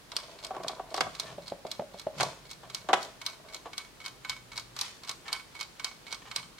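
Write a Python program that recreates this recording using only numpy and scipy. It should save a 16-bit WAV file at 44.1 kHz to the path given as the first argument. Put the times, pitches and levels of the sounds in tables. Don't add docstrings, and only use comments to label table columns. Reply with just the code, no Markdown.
import sys
import numpy as np
from scipy import signal
from scipy.fft import rfft, irfft
from scipy.io import wavfile
from scipy.ndimage import uniform_filter1d

SR = 44100
rng = np.random.default_rng(int(sys.argv[2]) if len(sys.argv) > 2 else 0)


def dump(signal):
    limited = np.clip(np.atleast_2d(signal).T, -1, 1)
    pcm = np.round(limited * 32767).astype(np.int16)
    wavfile.write(sys.argv[1], SR, pcm)


N = 290619

# (frequency [Hz], relative level [dB])
HOLLOW_CASE = [(60, -70), (150, -34), (230, -17.5), (340, -10), (450, -10), (560, -2.5), (760, -1.5),
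               (950, -8.5), (1200, -11.5), (1700, -22), (4000, -39), (12000, -68)]
# (frequency [Hz], relative level [dB])
HARD_EDGE = [(130, -55), (450, -1), (1100, 8.5), (1800, 5.5), (2700, 0), (3200, 3.5), (4700, -6.5),
             (7000, -9.5), (10000, -20.5), (16000, -38)]


def amp(db):
    return 10 ** (np.asarray(db) / 20)


def unit(x):
    return x / np.sqrt(np.sum(x ** 2, -1, keepdims=True) + 1e-20)


def at_hz(points, hz):
    f, value = np.transpose(points)
    return np.interp(np.log(hz + 1), np.log(f + 1), value)


def at_time(points, s):
    return np.interp(s, *np.transpose(points))


def add(mix, s, sound):
    part = mix[:, max(round(s * SR), 0):][:, :sound.shape[-1]]
    part += sound[..., :part.shape[1]]


def colour(x, points, size=4096):
    hz = abs(np.fft.fftfreq(size, 1 / SR))
    log_gain = np.log(amp(at_hz(points, hz)))
    response = np.exp(np.conj(signal.hilbert(log_gain)))
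    taps = np.fft.ifft(response).real[:size // 2]
    return signal.fftconvolve(x, taps[None], axes=1)[:, :x.shape[1]]


def pair(size, alike):
    both, left, right = rng.standard_normal((3, size))
    alike = np.clip(alike, 0, 1)
    return np.sqrt(alike) * both + np.sqrt(1 - alike) * np.array([left, right])


def chatter(decay_s, alike, size=2048):
    fade = np.exp(-np.arange(size) / SR / decay_s)
    z = rfft(pair(size, alike) * fade)
    z /= np.sqrt(uniform_filter1d(abs(z) ** 2, size=25, axis=1) + 1e-12)
    return unit(irfft(z) * fade ** .25)


def ring(modes, skew, size=14000):
    t = np.arange(size) / SR
    shares_db = 3 * rng.standard_normal(len(modes))
    rise = np.sin(np.pi / 2 * np.minimum(t / .0012, 1)) ** 2
    total = np.zeros((2, size))
    for (hz, db, t60), share_db in zip(modes, shares_db):
        phase = skew * rng.standard_normal((2, 1))
        total += amp(db + share_db - 60 * t / t60) * np.cos(2 * np.pi * hz * t + phase)
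    return unit(rise * total)


def room(x, gap_s, alike, size=26000):
    # (frequency [Hz], t60 [s])
    reverberation = [(150, 0.53), (700, 0.39), (2000, 0.41), (4500, 0.35), (9000, 0.48), (15000, 0.33)]
    after_gap = np.arange(size) > gap_s * SR
    taps = pair(size, alike) * after_gap * (rng.random(size) < .2)
    hz, t, z = signal.stft(taps, SR, nperseg=256)
    decay = amp(-60 * t / at_hz(reverberation, hz)[:, None])
    tail = signal.istft(z * decay, SR, nperseg=256)[1]
    return signal.fftconvolve(x.mean(0)[None], unit(tail), axes=1)[:, :N]


def strokes(rows, attack_s, release_s):
    t = np.arange(N) / SR
    levels = []
    for start, length, db in rows:
        away = np.maximum((start - t) / attack_s, (t - start - length) / release_s)
        levels.append(amp(db) * np.exp(-away.clip(0, 20)))
    return np.max(levels, axis=0)


def grainy(level, spectrum, grains_per_s, grain_db, alike):
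    sizes = amp(grain_db * np.minimum(rng.exponential(1, N), 4))
    grains = (rng.random(N) < grains_per_s / SR) * sizes * pair(N, alike)
    grains = signal.oaconvolve(grains, chatter(decay_s=.004, alike=1)[:1], axes=1)[:, :N]
    sound = unit(colour(grains, spectrum)) * np.sqrt(N) * level
    return sound + amp(-9) * room(sound, gap_s=0.0015, alike=0.95)


def contacts():
    # (tick level [dB], tock level [dB])
    forces = [(-26, -35.5), (-30.5, -37), (-29, -40), (-33.5, -41), (-29.5, -39.5), (-31.5, -38.5),
              (-28, -38), (-32, -36), (-29.5, -33), (-28, -31.5), (-27, -33.5), (-29, -34), (-27.5, -37)]
    # (time from the drop [s], level against the force [dB], body ring against the click [dB])
    tick_contacts = [(-.048, -14, 4), (-.008, -23, 1), (0, 1, -7.5), (.021, -21, 7.5), (.034, -21, 4),
                     (.068, -24.5, 6)]
    # (time from the drop [s], level against the force [dB], body ring against the click [dB])
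    tock_contacts = [(-.059, -15.5, 3.5), (-.046, -18.5, 3.5), (-.019, -14.5, 1), (-.01, -9, -4),
                     (0, 0, -2), (.019, -7.5, -6.5)]
    # (time [s], level [dB], body ring against the click [dB])
    jolts = [(0.942, -34.5, -14), (0.975, -38, -15), (1.007, -28.5, -12), (2.207, -27, 0), (4.789, -34, -5)]
    first_tick_s, swing_s, tock_after_s = 0.1652, 0.5163, 0.2812
    grip_damping_db, ease_from_s, ease_to_s = -3.5, 2.5, 3.8
    rows = []
    for k, (tick_db, tock_db) in enumerate(forces):
        tick_s = first_tick_s + k * swing_s
        damping_db = grip_damping_db * np.interp(tick_s, [ease_from_s, ease_to_s], [1, 0])
        beats = (tick_s, tick_contacts, tick_db), (tick_s + tock_after_s, tock_contacts, tock_db)
        for drop_s, beat, force_db in beats:
            rows += [(drop_s + s, force_db + db, body_db + damping_db) for s, db, body_db in beat]
    return [row for row in rows if row[0] < N / SR] + jolts


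def sides(s):
    # (time [s], left against right [dB])
    position = [(0, 0), (2, -1.5), (4.3, 2), (5.4, -1), (6.3, -2.5)]
    return amp(at_time(position, s) * np.array([[1], [-1]]) / 2)


def background():
    # (frequency [Hz], relative level [dB])
    floor_spectrum = [(20, -24), (44, 6), (70, -3.5), (120, 1.5), (250, -1.5), (450, -2.5), (700, -6),
                      (1100, -6), (2500, -10.5), (4200, -10.5), (7000, -16), (10000, -19), (16000, -25.5)]
    # (frequency [Hz], correlation)
    likeness = [(40, 0.49), (200, 0.6), (800, 0.21), (2500, 0), (6000, 0.032), (15000, 0.025)]
    floor_db = -54.5
    hz = np.fft.rfftfreq(N, 1 / SR)
    a, b = rfft(rng.standard_normal((2, N)))
    alike = np.clip(at_hz(likeness, hz), -1, 1)
    right = alike * a + np.sqrt(1 - alike ** 2) * b
    noise = irfft(np.array([a, right]) * amp(at_hz(floor_spectrum, hz)), N)
    return amp(floor_db) * np.sqrt(N) * unit(noise)


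def escapement():
    # (time [s], share [0-1])
    openness = [(0, 0), (2.75, 0.66), (3.25, 1), (4.0, 0.9), (4.3, 0.77), (6.59, 0.5)]
    # (frequency [Hz], relative level [dB])
    click_spectrum = [(120, -53), (1500, -27), (2800, -12), (4100, 3.5), (4700, 0), (5900, -4),
                      (6700, -4.5), (7300, -12), (8100, -6.5), (9200, -11.5), (10200, -16.5),
                      (12700, -17.5), (15500, -28)]
    # (frequency [Hz], relative gain [dB])
    palm_filter = [(500, 28.5), (2200, 4.5), (3300, 3.5), (4000, -1.5), (5000, 2), (6500, -5.5), (8500, -2),
                   (16000, -9.5)]
    # (frequency [Hz], relative level [dB], t60 [s])
    steel_modes = [(3360, 1, 0.042), (3870, -7, 0.078), (4210, 14, 0.021), (4070, 6.5, 0.019),
                   (5200, -9, 0.078), (6640, -20, 0.12), (8660, -22, .04)]
    # (frequency [Hz], relative level [dB])
    body_spectrum = [(100, -48), (380, -22), (650, -7), (1000, 4), (1400, 2), (1800, -7), (2200, -1),
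                     (2700, -5), (4000, -8), (9000, -58.5)]
    clicks, body = np.zeros((2, 2, N))
    works = chatter(decay_s=0.0067, alike=0.11)
    for s, db, body_db in contacts():
        bare = np.clip(at_time(openness, s), 0, 1)
        rattle = .6 * works + .8 * chatter(decay_s=.0034, alike=.7)
        rise_s = .0003 * amp(-.9 * (db + 27))
        rattle = rattle * -np.expm1(-np.arange(1, 2049) / SR / rise_s)
        tooth = [(hz, level + 2 * rng.standard_normal()) for hz, level in click_spectrum]
        click = unit(colour(rattle, tooth))
        click = unit(bare * click + (1 - bare) * colour(click, palm_filter))
        steel = ring(steel_modes, skew=0.55, size=5000)
        case = unit(colour(chatter(decay_s=0.016, alike=0.71), body_spectrum))
        add(clicks, s, amp(db + 25.0) * sides(s) * click)
        add(clicks, s, amp(0.74 * db + 8.5) * sides(s) * steel)
        add(body, s, amp(db + body_db + 21.0) * sides(s) * case)
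    t = np.arange(N) / SR
    dial = np.clip(at_time(openness, t), 0, 1)
    lag = np.round(2 * dial ** 2).astype(int)
    direct = np.array([clicks[0, np.arange(N) - lag], clicks[1]])
    escaping = clicks * amp(-2 * (0.5 - dial))
    turns = [escaping * (t // .2 % 3 == k) for k in range(3)]
    echoes = sum(room(part, gap_s=0.0017, alike=0.12) for part in turns)
    body_echoes = room(body, gap_s=0.0013, alike=0.17)
    return direct + body * amp([[-.8], [.8]]) + amp(-10.0) * echoes + amp(-6.5) * body_echoes


def bell():
    # (frequency [Hz], relative level [dB], t60 [s])
    bell_modes = [(1030, -14.5, 0.18), (1320, -10.5, 0.081), (1513, -8.5, 0.11), (2224, 3.5, 0.082),
                  (2490, -13, 0.11), (3100, -8, 0.098)]
    # (time [s], relative level [dB])
    freedom = [(0, -13), (2.9, -5), (3.8, -2), (4.35, 4), (4.8, -15), (5.1, -9.5), (5.35, 1.5), (6.4, -4)]
    sound = np.zeros((2, N))
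    for s, db, body_db in contacts():
        gain = amp(0.82 * (db + body_db) + at_time(freedom, s) + 17.0)
        add(sound, s, gain * sides(s) * ring(bell_modes, skew=0.23, size=8000))
    return sound * amp([[-4], [3]]) + amp(-16.5) * room(sound, gap_s=0.01, alike=0.93)


def click_rustle():
    # (frequency [Hz], relative level [dB])
    rustle_spectrum = [(120, -61), (450, -17), (900, 4.5), (1400, -3.5), (2700, -5), (4200, 2), (6500, -17),
                       (7300, -1.5), (8500, -11), (15500, -27)]
    t = np.arange(0, N / SR, 1 / 500)
    power = np.zeros(len(t))
    for s, db, body_db in contacts():
        power += amp(db + .5 * body_db) ** 1.38 * np.exp(-abs(t - s) / 0.0074)
    level = amp(-27.5) * np.interp(np.arange(N) / SR, t, np.sqrt(power))
    return grainy(level, rustle_spectrum, grains_per_s=1400, grain_db=1.0, alike=0.55)


def rubbing():
    # (start [s], length [s], level [dB])
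    rubs = [(.15, 0.33, -53.5), (.52, .22, -46), (.92, 0.088, -43), (1.24, 0.079, -51.5),
            (2.17, 0.12, -46.5), (2.64, 0.056, -57.5), (2.88, 0.14, -48), (3.3, 0.3, -57.5)]
    level = strokes(rubs, attack_s=0.032, release_s=0.062)
    return grainy(level, HOLLOW_CASE, grains_per_s=260, grain_db=3.0, alike=0.9)


def sliding():
    # (start [s], length [s], level [dB])
    slides = [(.19, 0.13, -55.5), (.96, 0.35, -56), (2.2, 0.039, -43), (3.01, 0.021, -50),
              (4.8, 0.057, -44.5), (5.1, 1.4, -65)]
    # (frequency [Hz], relative level [dB])
    skin_spectrum = [(120, -36), (600, -12), (1500, -1.5), (3000, 3), (4500, 3), (6500, -3), (9000, -9),
                     (15500, -32)]
    level = strokes(slides, attack_s=0.023, release_s=0.068)
    return grainy(level, skin_spectrum, grains_per_s=3300, grain_db=0.5, alike=0.12)


def bounces():
    # (time [s], level [dB], hard edge against the knock [dB], bounces [count])
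    blows = [(.507, -34.5, -18, 1), (.548, -40, -6, 0), (.565, -36, -8.5, 0), (.6, -36, -30, 0),
             (.694, -36, -10, 0), (.796, -33, -19, 0), (.943, -30.5, -5.5, 0), (.979, -30.5, -5, 0),
             (1.008, -27, 6, 0), (1.066, -34.5, -23, 0), (2.2, -31, 2, 0), (2.208, -28, -0.5, 1),
             (2.231, -27.5, -22, 0), (2.633, -45, -9, 0), (2.888, -27, -6.5, 0), (2.895, -26.5, -14, 2),
             (2.931, -18.5, 0, 1), (3.657, -38, -18, 1)]
    later_s, weaker_db, duller_db = .0068, -2, -1
    return [(s + k * later_s, db + k * weaker_db, edge_db + k * duller_db)
            for s, db, edge_db, count in blows for k in range(round(count) + 1)]


def knocks():
    # (frequency [Hz], relative level [dB], t60 [s])
    shell_modes = [(190, -13.5, 0.42), (370, -4, 0.2), (573, -39, .14), (698, -0.5, 0.25),
                   (752.3, 6.5, 0.1), (763, -11, 0.21), (993, -2.5, 0.3), (1130, 8, 0.097),
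                   (1220, -18, 0.22), (1520, -23, 0.33), (1920, -33, .2), (2150, -16.5, 0.34),
                   (3120, -15, 0.058), (4930, -28, 0.13)]
    dull, hard, shell = np.zeros((3, 2, N))
    for s, db, edge_db in bounces():
        blow = unit(colour(chatter(decay_s=0.0078, alike=0.92), HOLLOW_CASE))
        crack = unit(colour(chatter(decay_s=0.0067, alike=0.31), HARD_EDGE))
        add(dull, s, amp(db + 23) * blow)
        add(hard, s, amp(db + edge_db + 25) * crack)
        add(shell, s, amp(db + 21.0) * ring(shell_modes, skew=.3))
    dull_echoes = room(dull, gap_s=0.014, alike=0.82)
    hard_echoes = room(hard, gap_s=0.0094, alike=0.095)
    sound = dull + hard + shell + amp(-11) * dull_echoes + amp(-9) * hard_echoes
    return signal.sosfilt(signal.butter(4, 185, "high", fs=SR, output="sos"), sound)


def rumbling():
    # (start [s], length [s], level [dB])
    shifts = [(.59, 0.09, -60), (1.03, 0.047, -48.5), (1.24, 0.16, -57), (2.2, 0.035, -44.5),
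              (2.4, 0.57, -66), (6.4, .05, -61.5)]
    # (frequency [Hz], relative level [dB])
    heavy_spectrum = [(22, -30), (45, -8), (70, -7), (100, -7), (180, 4), (300, -15), (900, -50)]
    level = strokes(shifts, attack_s=0.024, release_s=0.04)
    return grainy(level, heavy_spectrum, grains_per_s=3500, grain_db=1.5, alike=0.87)


def creaking():
    # (start [s], length [s], level [dB])
    creaks = [(1.256, 0.072, -50.5), (2.633, 0.022, -57), (3.655, .02, -51), (5.26, 0.091, -47),
              (6.22, .008, -52.5), (6.255, 0.029, -50)]
    level = strokes(creaks, attack_s=0.0042, release_s=0.0056)
    return grainy(level, HARD_EDGE, grains_per_s=1500, grain_db=-1.5, alike=0.65)


def thuds():
    # (time [s], relative level [dB])
    slip_steps = [(1.383, -35.5), (1.521, -30.5), (1.652, -33), (1.797, -27.5), (1.821, -36), (1.944, -40),
                  (2.069, -26)]
    # (frequency [Hz], relative level [dB])
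    thud_spectrum = [(50, -23), (120, -14.5), (190, -8.5), (280, -14.5), (380, -5), (480, -8.5), (600, 5.5),
                     (780, -5.5), (1050, -16), (1500, -28), (3500, -33), (12000, -64)]
    pushes = np.zeros((2, N))
    push = signal.unit_impulse(2048, 130) - .25 * signal.unit_impulse(2048)
    for s, db in slip_steps:
        rough_push = push + 0.82 * chatter(decay_s=0.021, alike=0.77)
        add(pushes, s - .002, amp(db + 25.5) * unit(colour(rough_push, thud_spectrum)))
    return pushes + amp(-13) * room(pushes, gap_s=.01, alike=.8)


def hum():
    # (start [s], length [s], level [dB])
    swells = [(2.45, 0.61, -67), (4.25, .55, -63), (6.3, 0.18, -64)]
    hum_hz = 121
    waver = uniform_filter1d(rng.standard_normal(N), size=4000) * 150
    tone = np.sqrt(2) * np.sin(2 * np.pi * np.cumsum(hum_hz + waver) / SR)
    return strokes(swells, attack_s=0.18, release_s=0.093) * tone


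def scene():
    timer = escapement() + bell() + click_rustle()
    hand = rubbing() + sliding() + knocks() + rumbling() + creaking() + thuds()
    return background() + timer + hand + hum()


def record(dry):
    cutoff_hz = 15950
    taps = signal.firwin(511, cutoff_hz, window=("kaiser", 9), fs=SR)
    return signal.oaconvolve(dry, taps[None], "same")


dry = scene()
out = record(dry)
dump(out)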